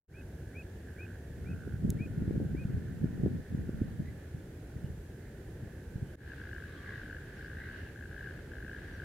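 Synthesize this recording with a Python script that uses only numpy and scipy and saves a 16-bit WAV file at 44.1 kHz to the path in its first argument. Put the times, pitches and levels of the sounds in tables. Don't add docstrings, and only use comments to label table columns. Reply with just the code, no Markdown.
import sys
import numpy as np
from scipy import signal
from scipy.fft import rfft, irfft, next_fast_len
from scipy.io import wavfile
from scipy.ndimage import uniform_filter1d, map_coordinates

SR = 44100
rng = np.random.default_rng(int(sys.argv[2]) if len(sys.argv) > 2 else 0)


def output_pcm(signal):
    pcm = np.clip(np.atleast_2d(signal).T, -1, 1) * 32767
    wavfile.write(sys.argv[1], SR, np.round(pcm).astype(np.int16))


N = 398663

# f/Hz, level/dB
RUMBLE_COLOUR = [(15, -42), (25, -29), (38, -5.5), (60, -2), (80, 2), (113, -4), (155, -7), (220, -12.5),
                 (390, -12.5), (650, -25), (900, -32), (1200, -48.5), (2600, -100)]
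HISS_COLOUR = [(400, -2.5), (900, 2), (2400, 4.5), (3800, -0.5), (5200, -0.5), (7000, 1.5), (8200, -0.5),
               (9000, 0), (10000, 0), (11200, -.5), (12800, -2), (14500, -3), (16000, -8)]
# f/Hz, likeness (1 = the same)
LIKENESS = [(130, 1), (290, .97), (640, .8), (1410, .55), (3100, .1), (6800, -.08)]
# f/Hz, left minus right/dB
BALANCE = [(200, 0), (380, -1), (700, -2.5), (1300, -3), (4400, -2.5), (8100, -.6), (15000, -1)]
# f/Hz, level/dB, time to fall 60 dB/s
TICK_TONES = [(2000, -19, 0.0039), (3780, -14, 0.0039), (6160, 0, 0.0019), (7400, 2, 0.0019),
              (9200, -9, 0.0058), (11000, -5, 0.0039), (14500, -4, .003)]
# t/s, level/dB
GUSTS = [
    [(1.3, -49), (1.364, -54), (1.378, -47), (1.53, -36), (1.596, -48), (1.66, -39.5), (1.8, -40.5)],
    [(1.8, -42), (1.838, -31.5), (2.092, -36.5), (2.434, -30), (2.47, -35), (2.94, -37.5), (2.97, -44)],
    [(2.97, -45), (3.04, -30.5), (3.126, -38.5), (3.262, -26.5), (3.296, -31.5), (3.396, -33.5),
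     (3.47, -61)],
    [(3.47, -56), (3.512, -35), (3.856, -38), (3.972, -45), (3.998, -34), (4.188, -54), (4.2, -45)],
]
# f/Hz, level/dB
ROAR_COLOUR = [(15, -37), (25, -17), (42, -11), (70, 2), (130, 1.5), (200, -3.5), (300, -17), (450, -29),
               (800, -51), (1500, -94)]
FLUTTER_COLOUR = [(70, -23), (150, 3), (260, 0.5), (380, -9), (550, -17), (750, -26), (1000, -39),
                  (2000, -90)]
# t/s, level/dB, f/Hz
STRONG_EDDIES = [(1.67, -23, 292), (1.737, -21.5, 120), (1.844, -13.5, 174), (1.89, -15, 150),
                 (2.003, -17.5, 180), (2.217, -16, 166), (2.273, -16, 204), (2.304, -16, 274),
                 (2.373, -16, 160), (2.41, -22, 262), (2.544, -18, 236), (2.648, -16, 129),
                 (2.74, -18.5, 129), (3.038, -14, 211), (3.23, -15, 258), (3.256, -11.5, 290),
                 (3.544, -16.5, 168), (3.688, -18.5, 261), (3.74, -17.5, 130), (3.813, -15, 214),
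                 (3.996, -18.5, 144), (4.343, -25, 117), (4.76, -27.5, 110), (4.839, -21.5, 129),
                 (4.9, -28.5, 110), (5.63, -29.5, 100), (5.954, -22, 130), (6.023, -23.5, 130)]
# t/s, length/s, first f/Hz, last f/Hz, level/dB
BIRD_CRIES = [(4.012, .12, 1800, 2040, -63), (5.148, 0.176, 2020, 2100, -71),
              (6.6, 0.47, 1143, 1162, -68.5), (6.617, .25, 3880, 3880, -75),
              (6.823, .21, 1986, 1816, -57.5), (7.546, .176, 1866, 1980, -55.5),
              (7.661, 0.29, 2890, 2670, -69.5)]
# t/s, first f/Hz, level/dB
BIRD_PIPS = [(4.83, 3000, -71), (6.058, 3200, -75), (6.754, 3400, -69), (7.355, 5600, -77),
             (7.42, 4900, -75), (8.915, 6050, -75), (8.949, 4700, -75)]
# t/s, f/Hz at the top of the arch, level/dB
WADER_WHISTLES = [(.11, 2600, -57), (.519, 2584, -52), (.955, 2560, -53), (1.432, 2600, -59.5),
                  (1.959, 2523, -54), (2.536, 2533, -56.5)]
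# share of its length, pitch ratio, level/dB
WHISTLE_SHAPE = [(0, .66, -22.5), (.12, .72, -11), (.24, .865, -11), (.33, .91, -3.5), (.58, 0.98, -1.5),
                 (.74, 1, 0.5), (.92, .95, -2), (1, 1.16, -12)]
# t/s, level/dB
CHORUS_LEVEL = [(.2, -66), (3.1, -63), (5, -66), (6.1, -64), (6.3, -59), (6.85, -56), (7.35, -59),
                (7.78, -55), (7.98, -61.5), (8.25, -57), (8.48, -61), (8.75, -57.5), (9.04, -58.5)]
# f/Hz, level/dB
CHORUS_COLOUR = [(700, -21.5), (1150, -14), (1330, -9), (1520, -2), (1720, -3), (1900, -6), (2100, -8.5),
                 (2300, -14), (2850, -16.5), (3500, -18), (4600, -22), (6000, -30.5), (9000, -60)]
TOAD_VOICES = {"lead": (1625, 59, .13, 5), "neighbour": (1650, 71, .12, 7.4), "middle": (1596, 69, 0.2, -4),
               "deep": (1522, 68, 0, -5), "high": (1750, 65, 0.1, -4.5)}
# toad, t/s,
# length/s, level/dB
TOAD_TRILLS = [("middle", .097, .14, -63), ("middle", .386, .25, -67), ("middle", .87, .3, -60),
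               ("deep", 1.442, .33, -60.5), ("deep", 2.0, .27, -68.5), ("deep", 2.417, .31, -68.5),
               ("deep", 2.878, .34, -67.5), ("deep", 3.55, 0.28, -67.5), ("high", 2.714, 0.24, -68),
               ("high", 5.127, 0.25, -69), ("high", 5.578, .26, -69), ("lead", 6.298, .05, -51.5),
               ("lead", 6.38, .276, -51), ("lead", 6.859, .18, -50.5), ("lead", 7.058, .128, -50),
               ("lead", 7.389, .37, -51.5), ("lead", 7.958, 0.108, -52.5), ("lead", 8.092, .24, -51),
               ("lead", 8.516, 0.27, -51), ("lead", 8.998, .08, -49), ("neighbour", 6.19, .12, -58.5),
               ("neighbour", 6.621, 0.35, -58.5), ("neighbour", 7.189, .21, -62),
               ("neighbour", 7.72, .18, -57.5), ("neighbour", 8.163, 0.25, -56.5),
               ("neighbour", 8.76, .24, -57)]
# t/s, time constant/s
FADES = [(.078, .07), (6.157, .065)]


def amp(db):
    return 10 ** (np.asarray(db) / 20)


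def unit(x):
    return x / np.sqrt(np.mean(x ** 2) + 1e-20)


def along(points, hz):
    f, v = np.transpose(points)
    return np.interp(np.log(hz + 1), np.log(f + 1), v)


def wobble(rate, size=N):
    return map_coordinates(rng.standard_normal(int(size * rate / SR) + 4), [np.arange(size) * rate / SR])


def filtered(x, response):
    size = next_fast_len(N + SR // 4)
    return irfft(rfft(x, size) * response(np.fft.rfftfreq(size, 1 / SR)), size)[..., :N]


def add(track, s, sound, pan_db=0):
    start = max(round(s * SR), 0)
    part = track[:, start:start + sound.shape[-1]]
    part += amp([[pan_db / 2], [-pan_db / 2]]) * sound[..., :part.shape[1]]


def noise(colour, likeness=LIKENESS):
    def response(hz):
        angle = np.arccos(np.clip(along(likeness, hz), -1, 1)) / 2
        return amp(along(colour, hz)) * [np.cos(angle), np.sin(angle)]
    mid, side = filtered(rng.standard_normal((2, N)), response)
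    return unit(np.array([mid + side, mid - side]))


def rumble(db=-45.6):
    return amp(db + .45 * wobble(2.84)) * noise(RUMBLE_COLOUR)


def hiss(db=-66.6):
    return amp(db) * noise(HISS_COLOUR)


def tick(start_s=1.9036, gain_db=-27):
    out = np.zeros((2, N))
    t = np.arange(SR // 50) / SR
    tones = [(-1) ** k * amp(db - 60 * t / t60) * np.sin(2 * np.pi * hz * t)
             for k, (hz, db, t60) in enumerate(TICK_TONES)]
    add(out, start_s, amp(gain_db) * sum(tones), pan_db=-2)
    return out


def add_eddy(track, s, db, hz, chance, cycles=.52):
    t = np.arange(-SR // 50, SR // 50) / SR
    envelope = 1 / np.cosh(np.clip(2 * hz * t / cycles, -30, 30))
    swings = -np.cos(2 * np.pi * hz * t + chance[:2, None]) * envelope
    add(track, s + t[0], amp(db) * swings, pan_db=-3 * chance[2])


def wind_force(gust_db=-1, wake_db=-16, rise_db_per_s=900, fall_db_per_s=250):
    t = np.arange(N) / SR
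    gusts = [np.interp(t, *np.transpose(rows), left=-90, right=-90) for rows in GUSTS]
    force = np.max(gusts, axis=0) + gust_db
    for s, db, _ in STRONG_EDDIES:
        drop_db = np.maximum(rise_db_per_s * (s - t), fall_db_per_s * (t - s))
        force = np.maximum(force, db + wake_db - drop_db)
    return uniform_filter1d(force, size=600)


def wind(roar_db=-2, flutter_db=-9.5, strong_db=-34, eddy_count=190, eddy_hz=230):
    force = wind_force()
    lumps = amp(2.9 * wobble(55))
    roar = unit(lumps * noise(ROAR_COLOUR, likeness=[(50, .9), (130, .85), (300, .15)]))
    flutter = unit(lumps * noise(FLUTTER_COLOUR, likeness=[(200, .25), (600, -.21)]))
    excess_db = np.clip(force - strong_db, -8, 3)
    out = amp(force) * (amp(roar_db) * roar + amp(flutter_db + .96 * excess_db) * flutter)
    for s in np.linspace(GUSTS[0][0][0], STRONG_EDDIES[-1][0], eddy_count):
        chance = rng.uniform(-1, 1, 6)
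        shift, pitch, strength = chance[3:]
        at = int((s + .012 * shift) * SR)
        hz = eddy_hz * 2 ** (.4 * pitch + .08 * excess_db[at])
        add_eddy(out, at / SR, force[at] + 2 + 4.2 * strength, hz, chance[:3])
    return out


def thumps(delay_s=.00616, gain_db=-4.5):
    out = np.zeros((2, N))
    for s, db, hz in STRONG_EDDIES:
        add_eddy(out, s + delay_s, db + gain_db, hz, rng.uniform(-1, 1, 3))
    return out


def cry(length_s, first_hz, last_hz, hoarse, octave_db=-18):
    size = int(length_s * SR)
    hz = np.linspace(first_hz, last_hz, size) * (1 + .07 * hoarse * wobble(600, size))
    phase = 2 * np.pi * np.cumsum(hz) / SR
    tone = np.sin(phase) + hoarse * amp(octave_db) * np.sin(2 * phase)
    shake = amp(3.4 * hoarse * wobble(199, size))
    return unit(tone * shake) * signal.windows.tukey(size, .7)


def far_birds(pip_s=.058, pan_db=-4):
    out = np.zeros((2, N))
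    for start, length, first_hz, last_hz, db in BIRD_CRIES:
        add(out, start, amp(db) * cry(length, first_hz, last_hz, hoarse=.94), pan_db)
    for start, hz, db in BIRD_PIPS:
        add(out, start, amp(db) * cry(pip_s, hz, .93 * hz, hoarse=.45), pan_db)
    return out


def wading_bird(length_s=.11, flutter_db=1.7):
    out = np.zeros((2, N))
    share, pitch, shape_db = np.transpose(WHISTLE_SHAPE)
    size = int(length_s * SR)
    progress = np.linspace(0, 1, size)
    for start, arch_hz, db in WADER_WHISTLES:
        hz = arch_hz * np.interp(progress, share, pitch) * (1 + .0069 * wobble(302, size))
        tone = np.sqrt(2) * np.sin(2 * np.pi * np.cumsum(hz) / SR)
        gain = amp(db + np.interp(progress, share, shape_db) + flutter_db * wobble(46.6, size))
        add(out, start, gain * tone * signal.windows.tukey(size, .08))
    return out


def trill(length_s, hz, rate, scatter, rise_s=.0034, overtone_db=-23.5):
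    timing, pitch, offset, strength, stretch = rng.standard_normal((64, 5)).T[..., None]
    gaps = np.clip(1 + scatter * timing, .5, 2)
    starts = np.concatenate([[0], np.cumsum(gaps[:-1])]) / rate
    t = np.arange(SR // 64) / SR
    swell = (t / rise_s * np.exp(1 - t / rise_s)) ** 4.6
    sag = 1 + .024 * (1 - t / rise_s / 2)
    phase = 2 * np.pi * hz * t * sag * (1 + .018 * pitch) + np.pi * offset
    overtone = amp(overtone_db) * np.sin(1.78 * (1 + .055 * stretch) * phase)
    pulses = amp(1.1 * strength) * swell * (np.sin(phase) + overtone)
    sounding = starts < length_s
    where = (starts[sounding, None] * SR).astype(int) + np.arange(len(t))
    size = int(length_s * SR) + SR // 100
    return unit(np.bincount(where.ravel(), pulses[sounding].ravel(), size))


def far_toads(count=44, hz=1640, pulsed_db=-4, blurred_db=-.5):
    voices = np.zeros((2, N))
    for k, (shift, length, pitch, rate, side) in enumerate(rng.uniform(-1, 1, (count, 5))):
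        call = trill(.4 + .13 * length, hz * (1 + .09 * pitch), 64 + 8 * rate, scatter=.1)
        add(voices, (k + shift / 2) / count * N / SR, call, pan_db=5 * side)
    blur = noise(CHORUS_COLOUR) * amp(.9 * wobble(7))
    level_db = np.interp(np.arange(N) / SR, *np.transpose(CHORUS_LEVEL))
    return amp(level_db) * (amp(pulsed_db) * unit(voices) + amp(blurred_db) * blur)


def single_toads():
    out = np.zeros((2, N))
    for toad, start, length, db in TOAD_TRILLS:
        hz, rate, scatter, pan_db = TOAD_VOICES[toad]
        call = trill(length, hz, rate, scatter)
        effort_db = np.interp(np.linspace(0, 1, len(call)), [0, .5, .8, 1], [-2, 1, 1, -2])
        add(out, start, amp(db + effort_db) * call, pan_db)
    return out


def shore_echo(calls, decay_s=.18):
    t = np.arange(SR // 2) / SR
    tail = rng.standard_normal((2, len(t))) * amp(-60 * t / decay_s)
    tail /= np.linalg.norm(tail[0])
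    return signal.fftconvolve(calls.mean(axis=0)[None], tail, axes=1)[:, :N]


def scene():
    toads, whistles, cries = single_toads(), wading_bird(), far_birds()
    echo = shore_echo(amp(-17) * toads + amp(-23) * whistles + amp(-5) * cries)
    background = rumble() + far_toads() + hiss()
    background = filtered(background, lambda hz: amp(np.outer([.5, -.5], along(BALANCE, hz))))
    return background + tick() + wind() + thumps() + echo + cries + whistles + toads


def record(dry, floor_db=-54, top_hz=15900):
    t, fade = np.arange(N) / SR, np.zeros(N)
    for start, fade_s in FADES:
        after = t >= start
        fade[after] = 1 - np.exp(-(t[after] - start) / fade_s)
    return filtered(dry * (fade + amp(floor_db)), lambda hz: hz < top_hz)


dry = scene()
out = record(dry)
output_pcm(out)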